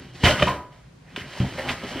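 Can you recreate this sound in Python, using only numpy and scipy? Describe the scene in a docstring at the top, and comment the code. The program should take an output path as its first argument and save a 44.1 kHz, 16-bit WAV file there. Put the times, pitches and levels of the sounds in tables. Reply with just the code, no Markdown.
"""A quiet room hums faintly around a cardboard box, close to a stereo microphone.
After a light rustle, a strip rips off from about 0.24 to 0.5 s: thousands of fibres snap, the edge
sticks and slips in sharp cracks, and knocks ring the hollow box. A lull follows. From about 1.15 s
to the end at 2 s, a hand pries the flaps with softer rasps, cracks and knocks."""
import sys
import numpy as np
from scipy import signal
from scipy.fft import rfft, irfft
from scipy.io import wavfile
from scipy.ndimage import uniform_filter1d

SR = 44100
rng = np.random.default_rng(int(sys.argv[2]) if len(sys.argv) > 2 else 0)


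def waveform_to_disk(signal):
    """Save audio, clipped to [-1, 1], as 16-bit WAV at the path in sys.argv[1]."""
    frames = np.transpose(np.atleast_2d(signal))
    scaled = np.clip(frames, -1, 1) * 32767
    samples = np.round(scaled).astype(np.int16)
    wavfile.write(sys.argv[1], SR, samples)


N = 88200

# Tone of the hum that both channels share. Each row: frequency in Hz, relative level in dB.
HUM_TONE = [(15, -41.5), (30, -19), (50, -2), (75, -11), (100, -3.5), (150, 2), (210, -11.5), (300, -23.5),
            (500, -22.5), (1000, -25.5), (3500, -32.5), (7000, -39.5), (10000, -46.5), (15500, -65)]
# Tone of the hum's left-right difference. Each row: frequency in Hz, relative level in dB.
HUM_SIDE_TONE = [(35, -31), (60, -21), (220, -12), (320, -3), (413, -10), (657, -12), (829, -11),
                 (999, -14.5), (15500, -33)]
# The room's echo. Each row: frequency in Hz, seconds to fade by 60 dB.
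ECHO_TIMES = [(100, 0.24), (500, 0.48), (1500, 0.44), (4000, 0.29), (10000, 0.35)]
# The notes the box rings at. Each row: frequency in Hz, relative level in dB, seconds to fade by 60 dB.
BOX_NOTES = [(84.4, -19, 0.15), (92, 2, 0.19), (121.4, 1, 0.215), (153, -4.5, 0.1), (187, -0.5, 0.32),
             (208.3, -7, 0.11), (266, -4, 0.13), (327, 0.5, 0.056), (400, -2, 0.054), (535, 0, 0.056),
             (602, -3.5, 0.094), (700, 5, 0.065), (778, 14, 0.039), (910, -2.5, 0.13), (991, -2.5, 0.43),
             (1047, -2.5, 0.19), (1227, 5.5, 0.071), (1260, -6, 0.073), (1486, -12.5, 0.15)]
# Knocks and short rubs. Each row: start in seconds, level in dB, centre of the notes struck in Hz,
# reach to either side in octaves, contact time in seconds.
KNOCKS = [(0.2373, -13, 115, 0.47, 0.0013), (.28, -15, 85.5, 0.75, 0.011), (.295, -21, 630, 0.067, 0.00039),
          (.32, -27.5, 1500, 0.072, .03), (.424, -18, 588, 0.11, 0.00063), (.468, -26, 1114, 0.15, 0.026),
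          (.474, -22.5, 1030, .06, 0.00039), (1.177, -34, 357, 0.35, 0.00067),
          (1.4015, -15.5, 160.6, 0.61, 0.0019), (1.440, -36, 746, 0.19, 0.011),
          (1.580, -27.5, 517, 0.35, .02), (1.70, -34, 86, 0.63, 0.0085), (1.827, -31.5, 356, 0.27, 0.023),
          (1.945, -30, 290, 0.32, .025)]
# Bursts of cracks. Each row: start in seconds, level in dB, length in seconds,
# level change over the burst in dB, slips per second, low edge in Hz, high edge in Hz.
CRACKS = [(0.15, -44.5, .006, 13, 900, 1000, 5300), (0.2378, -17.5, .003, -6, 980, 597, 9000),
          (0.249, -18.5, .010, -9, 1500, 2350, 3700), (0.269, -25, 0.0095, -17.5, 950, 950, 3500),
          (0.26, -18, .005, 6, 1700, 2500, 3730), (0.282, -20, 0.014, -8, 1000, 900, 3500),
          (0.299, -23.5, 0.004, -5, 1200, 2420, 3800), (.310, -24.5, 0.006, -12.5, 1400, 2065, 3730),
          (0.396, -24.5, .006, -6, 1300, 1000, 5120), (0.4231, -11.5, .0065, 2, 610, 466, 3370),
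          (0.478, -25.5, 0.0051, 14, 1200, 1820, 4500), (1.087, -57, .02, 1, 900, 1370, 2310),
          (1.162, -26, 0.0029, -7, 870, 1630, 7850), (1.401, -32.5, 0.0049, -6, 760, 2220, 3430),
          (1.576, -41, 0.0045, 2, 750, 1200, 2540), (1.688, -26.5, 0.017, -7, 800, 1130, 4100),
          (1.703, -36, 0.0029, -3, 1100, 890, 5000)]
# Tone of one slip. Each row: frequency in Hz, relative level in dB.
SLIP_TONE = [(200, -13.5), (600, 0), (1200, 2.5), (2000, -0.5), (3000, 4.5), (4500, -14.5), (8000, -33),
             (15500, -44)]
# The rip, then the prying, in groups of rows. Each row: time in seconds, relative fizz level in dB,
# then how many dB above the fizz the low rasp, high rasp, board ring and box boom are.
TEARING = [
    [(0.0, -54.5, 5.5, 0, 4.5, 15.7), (0.128, -62, 3.5, 2, 1.5, 15.6), (0.15, -49, -3, -5, -1, 8.5),
     (0.178, -50, 1.5, -17, -1, 3), (0.218, -46, -2, 7, 4, 4.4), (0.233, -38.5, 6, -2, -5, 16)],
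    [(0.238, -25.5, -3, 1.7, 6.5, 20.4), (0.254, -24.5, 8, 7, 2, 2), (0.272, -28.5, 15.5, 0, 14, 11),
     (0.288, -26, -1, 1.6, 7, 1), (0.312, -30, 8, 6.2, 6.3, 7), (0.332, -36.5, -7, 1.5, 10.4, 13),
     (0.368, -45, 13, 3.6, 9.4, 9.9), (0.402, -37.5, 8, 2.7, 9, 7.8), (0.419, -37, -3, 9.1, 7.1, 14.3)],
    [(0.43, -30, 0, -17, 12.5, 15.5), (0.452, -41, -2.5, 3, -13, 11), (0.476, -37, 9, -5, 13.5, 11.2),
     (0.696, -81.5, -1, 4, 23, 28.3), (0.726, -63.5, 7, 1.5, 10, 4.8), (0.976, -82, 6, -14, 3.5, 30),
     (1.09, -64.5, 10, -6, 9.5, 8), (1.154, -60.5, 8, 3, 6, 20), (1.159, -58, 7, -4, -7, 1)],
    [(1.163, -46.5, 19.5, 8.6, 9.5, -7), (1.175, -45.5, 7, 5.7, 2.5, -3), (1.223, -51.5, 14, 1, -1.5, 16),
     (1.229, -57, 14, 2, 10, 16), (1.281, -51, 3, 0.67, 4, 10), (1.331, -47.5, 6.5, 0.6, 3.5, -16),
     (1.373, -45, 3, 1.3, 7.5, -5), (1.398, -43, 5.5, 2.3, 3, -4)],
    [(1.41, -42.5, 1.5, 2, 11, 20.6), (1.432, -48, 9, 4.5, 5.7, 21.2), (1.564, -46, 3.5, -4, 5.3, 7.7),
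     (1.59, -45.5, 16, -10, 4.3, 4.3), (1.66, -46, 2.5, 5.5, 14.4, 14), (1.686, -41.5, 9.5, -3, 12, 3.6)],
    [(1.69, -37, 12.5, 12, 7.7, -4), (1.718, -36, 3.5, -5, 8.1, -8), (1.746, -47.5, 2, -6, 7, 4),
     (1.812, -51.5, 12, -9, 5.7, 11), (1.834, -46, 2.5, 4, 13.5, 6), (1.862, -46.5, 8.5, 1, 4.9, 1),
     (1.892, -42, 3, -4, 2.2, -2.5), (1.948, -46, 6, 3.5, 11, 12), (2.0, -49, 15, 13, 15, -1)],
]
# The bright fizz of a snapping fibre. Each row: frequency in Hz, relative level in dB.
FIZZ_TONE = [(300, -22), (1000, -18.5), (2500, -11), (4000, 1), (5500, -6), (8000, -19), (15500, -47)]
# Broad resonances of the tearing edge. Each row: centre in Hz, width in Hz.
RASP_BANDS = [(1900, 1300), (3020, 450)]
# Treble lift on the box sound that both channels share. Each row: frequency in Hz, gain in dB.
MID_TONE = [(7000, -1), (9000, 6), (10500, -1), (15500, 13.5)]
# Tone of the box sound's left-right difference. 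Each row: frequency in Hz, relative gain in dB.
SIDE_TONE = [(60, -45), (150, -61), (300, -25), (700, -20.5), (1300, -20), (1800, -20), (2400, -16.5),
             (3100, -7.5), (4400, 0), (8000, 12.5), (11000, 22), (15000, 25)]

HUM_DB, HUM_SIDE_DB = -50, -60
SNAPS_PER_S, SNAP_SPREAD_DB, FIBRE_GAIN_DB = 5000, 0.5, -1.5
BOOM_TOP_HZ = 380  # the hollow box booms below this, the board rings above
HELD_RING = 0.2  # hands on the box cut its ring time to this fraction
BOX_LOW_HZ = 65  # the box is too small to sound well below this
KNOCK_SPAN_S = 0.019  # a knock's level is its energy spread over this time


def amp(db):
    """Turn decibels into a multiplier."""
    return 10 ** (np.asarray(db) / 20)


def unit_level(x):
    """Scale a sound to an average power of 1."""
    return x / np.sqrt(np.mean(x ** 2) + 1e-20)


def value_at(table, hz):
    """Read a table between its frequencies."""
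    table_hz, value = np.transpose(table)
    return np.interp(np.log(hz + 1), np.log(table_hz + 1), value)


def add(mix, start_s, sound):
    """Mix a sound in at its start time."""
    part = mix[round(start_s * SR):][:len(sound)]
    part += sound[:len(part)]


def coloured(x, tone):
    """Filter a sound with a tone table."""
    gain = amp(value_at(tone, np.fft.rfftfreq(4096, 1 / SR)))
    cepstrum = irfft(np.log(gain))
    cepstrum[1:2048] *= 2  # folded so the filter rings only after a click, never before
    cepstrum[2049:] = 0
    response = irfft(np.exp(rfft(cepstrum)))[:2048]
    return signal.oaconvolve(x, response)[:len(x)]


def room_hum():
    """Steady low noise: a shared part (mid) and a left-right difference (side)."""
    mid = unit_level(coloured(rng.standard_normal(N), HUM_TONE))
    side = unit_level(coloured(rng.standard_normal(N), HUM_SIDE_TONE))
    return mid * amp(HUM_DB), side * amp(HUM_SIDE_DB)


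def room_echo(x):
    """Two tails of random reflections, each frequency fading at its own speed."""
    reflections = np.zeros((2, SR))
    at = np.arange(200, SR - 20, 20) + rng.integers(0, 20, (2, (SR - 201) // 20))
    np.put_along_axis(reflections, at, rng.choice([-1., 1.], at.shape), 1)
    hz, t, bands = signal.stft(reflections, SR, nperseg=512)
    fade = amp(-60 * t / value_at(ECHO_TIMES, hz)[:, None])
    tails = signal.istft(bands * fade, SR, nperseg=512)[1]
    return signal.fftconvolve(x[None], tails / np.linalg.norm(tails[0]), axes=1)[:, :N]


def box_ring(weights_db, time_scale=1):
    """The box struck once: fading sine waves, each turned up or down by its weight."""
    t = np.arange(SR // 2)[:, None] / SR
    hz, db, fade_s = np.transpose(BOX_NOTES)
    levels = amp(db + weights_db - 60 * t / (fade_s * time_scale))
    ring = (levels * np.sin(2 * np.pi * hz * t)).sum(1)
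    return ring / np.linalg.norm(ring)


def knocks():
    """Six taps ring the box: packed tight they make a knock, spread out they make a rub."""
    out, note_hz = np.zeros(N), np.transpose(BOX_NOTES)[0]
    for start_s, db, centre_hz, reach, contact_s in KNOCKS:
        tap_s = (np.arange(6) + rng.random(6)) / 6 * contact_s
        taps = np.zeros(int(contact_s * SR) + 2)
        taps[(tap_s * SR).astype(int)] = 1
        weights_db = -6 * (np.log2(note_hz / centre_hz) / reach) ** 2
        knock = signal.oaconvolve(taps, box_ring(weights_db))
        add(out, start_s, np.sqrt(KNOCK_SPAN_S * SR) * amp(db) * knock / np.linalg.norm(knock))
    return out


def cracks():
    """Cardboard sticks and slips, making quick rows of clicks that fade or swell."""
    out = np.zeros(N)
    for start_s, db, length_s, change_db, rate, low_hz, high_hz in CRACKS:
        jitter, wobble = rng.standard_normal((2, 40))
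        slip_s = np.r_[0, np.abs(np.arange(1, 40) + 0.1 * jitter[1:]) / rate]
        slip_db = 1.5 * wobble * (slip_s > 0) + change_db * slip_s / length_s
        slips = np.zeros(3000)
        slips[np.clip(slip_s * SR, 0, 2999).astype(int)] = (slip_s < length_s) * amp(slip_db)
        band = signal.butter(2, [low_hz, high_hz], "band", fs=SR, output="sos")
        burst = signal.sosfilt(band, coloured(slips, SLIP_TONE))
        power = (burst ** 2).sum() / (length_s * SR)
        add(out, start_s, amp(db) * burst / np.sqrt(power))
    return out


def tearing_fibres():
    """Fibres snap at random: they fizz, rasp along the edge and shake the board and the hollow box."""
    t = np.arange(N) / SR
    times_s, fizz_db, *above_fizz_db = np.vstack(TEARING).T
    sizes = amp(SNAP_SPREAD_DB * np.minimum(rng.exponential(1, N), 5))
    snaps = sizes * rng.choice([-1, 1], N) * (rng.random(N) < SNAPS_PER_S / SR)
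    snaps = unit_level(snaps) * amp(np.interp(t, times_s, fizz_db))
    click, note_hz = signal.unit_impulse(2048), np.transpose(BOX_NOTES)[0]
    peaks = [signal.iirpeak(hz, hz / width, SR) for hz, width in RASP_BANDS]
    rasps = [signal.lfilter(*peak, signal.lfilter(*peak, click)) for peak in peaks]
    board = box_ring(-80 * (note_hz < BOOM_TOP_HZ), HELD_RING)
    boom = box_ring(-80 * (note_hz > BOOM_TOP_HZ) + 5 * np.log2(note_hz / 200), HELD_RING)
    out = coloured(snaps, FIZZ_TONE) / np.linalg.norm(coloured(click, FIZZ_TONE))
    for db, ring in zip(above_fizz_db, [*rasps, board, boom]):
        kicks = snaps * rng.choice([-1, 1], N) * amp(np.interp(t, times_s, db))
        out += signal.oaconvolve(kicks, ring / np.linalg.norm(ring))[:N]
    return amp(FIBRE_GAIN_DB) * out


def scene():
    """Mix hum, box and echo in stereo; left and right differ mostly in the treble."""
    low_cut = signal.butter(2, BOX_LOW_HZ, "high", fs=SR, output="sos")
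    box = signal.sosfilt(low_cut, tearing_fibres() + knocks() + cracks())
    echo_mid, echo_side = room_echo(box)
    mid, side = room_hum()
    mid += coloured(box + amp(-8) * echo_mid, MID_TONE)
    side += coloured(amp(-10) * np.roll(box, 5) + amp(-8.5) * echo_side, SIDE_TONE)
    return np.array([mid - side, mid + side])


def record(dry):
    """Gently squeeze the loudest peaks, then cut the highest treble."""
    ceiling, top_hz = 0.85, 15650
    squeezed = dry / (1 + (abs(dry) / ceiling) ** 4) ** .25
    high_cut = signal.firwin(1023, top_hz, window=("kaiser", 9), fs=SR)
    return signal.oaconvolve(squeezed, high_cut[None], "same")


dry = scene()
out = record(dry)
waveform_to_disk(out)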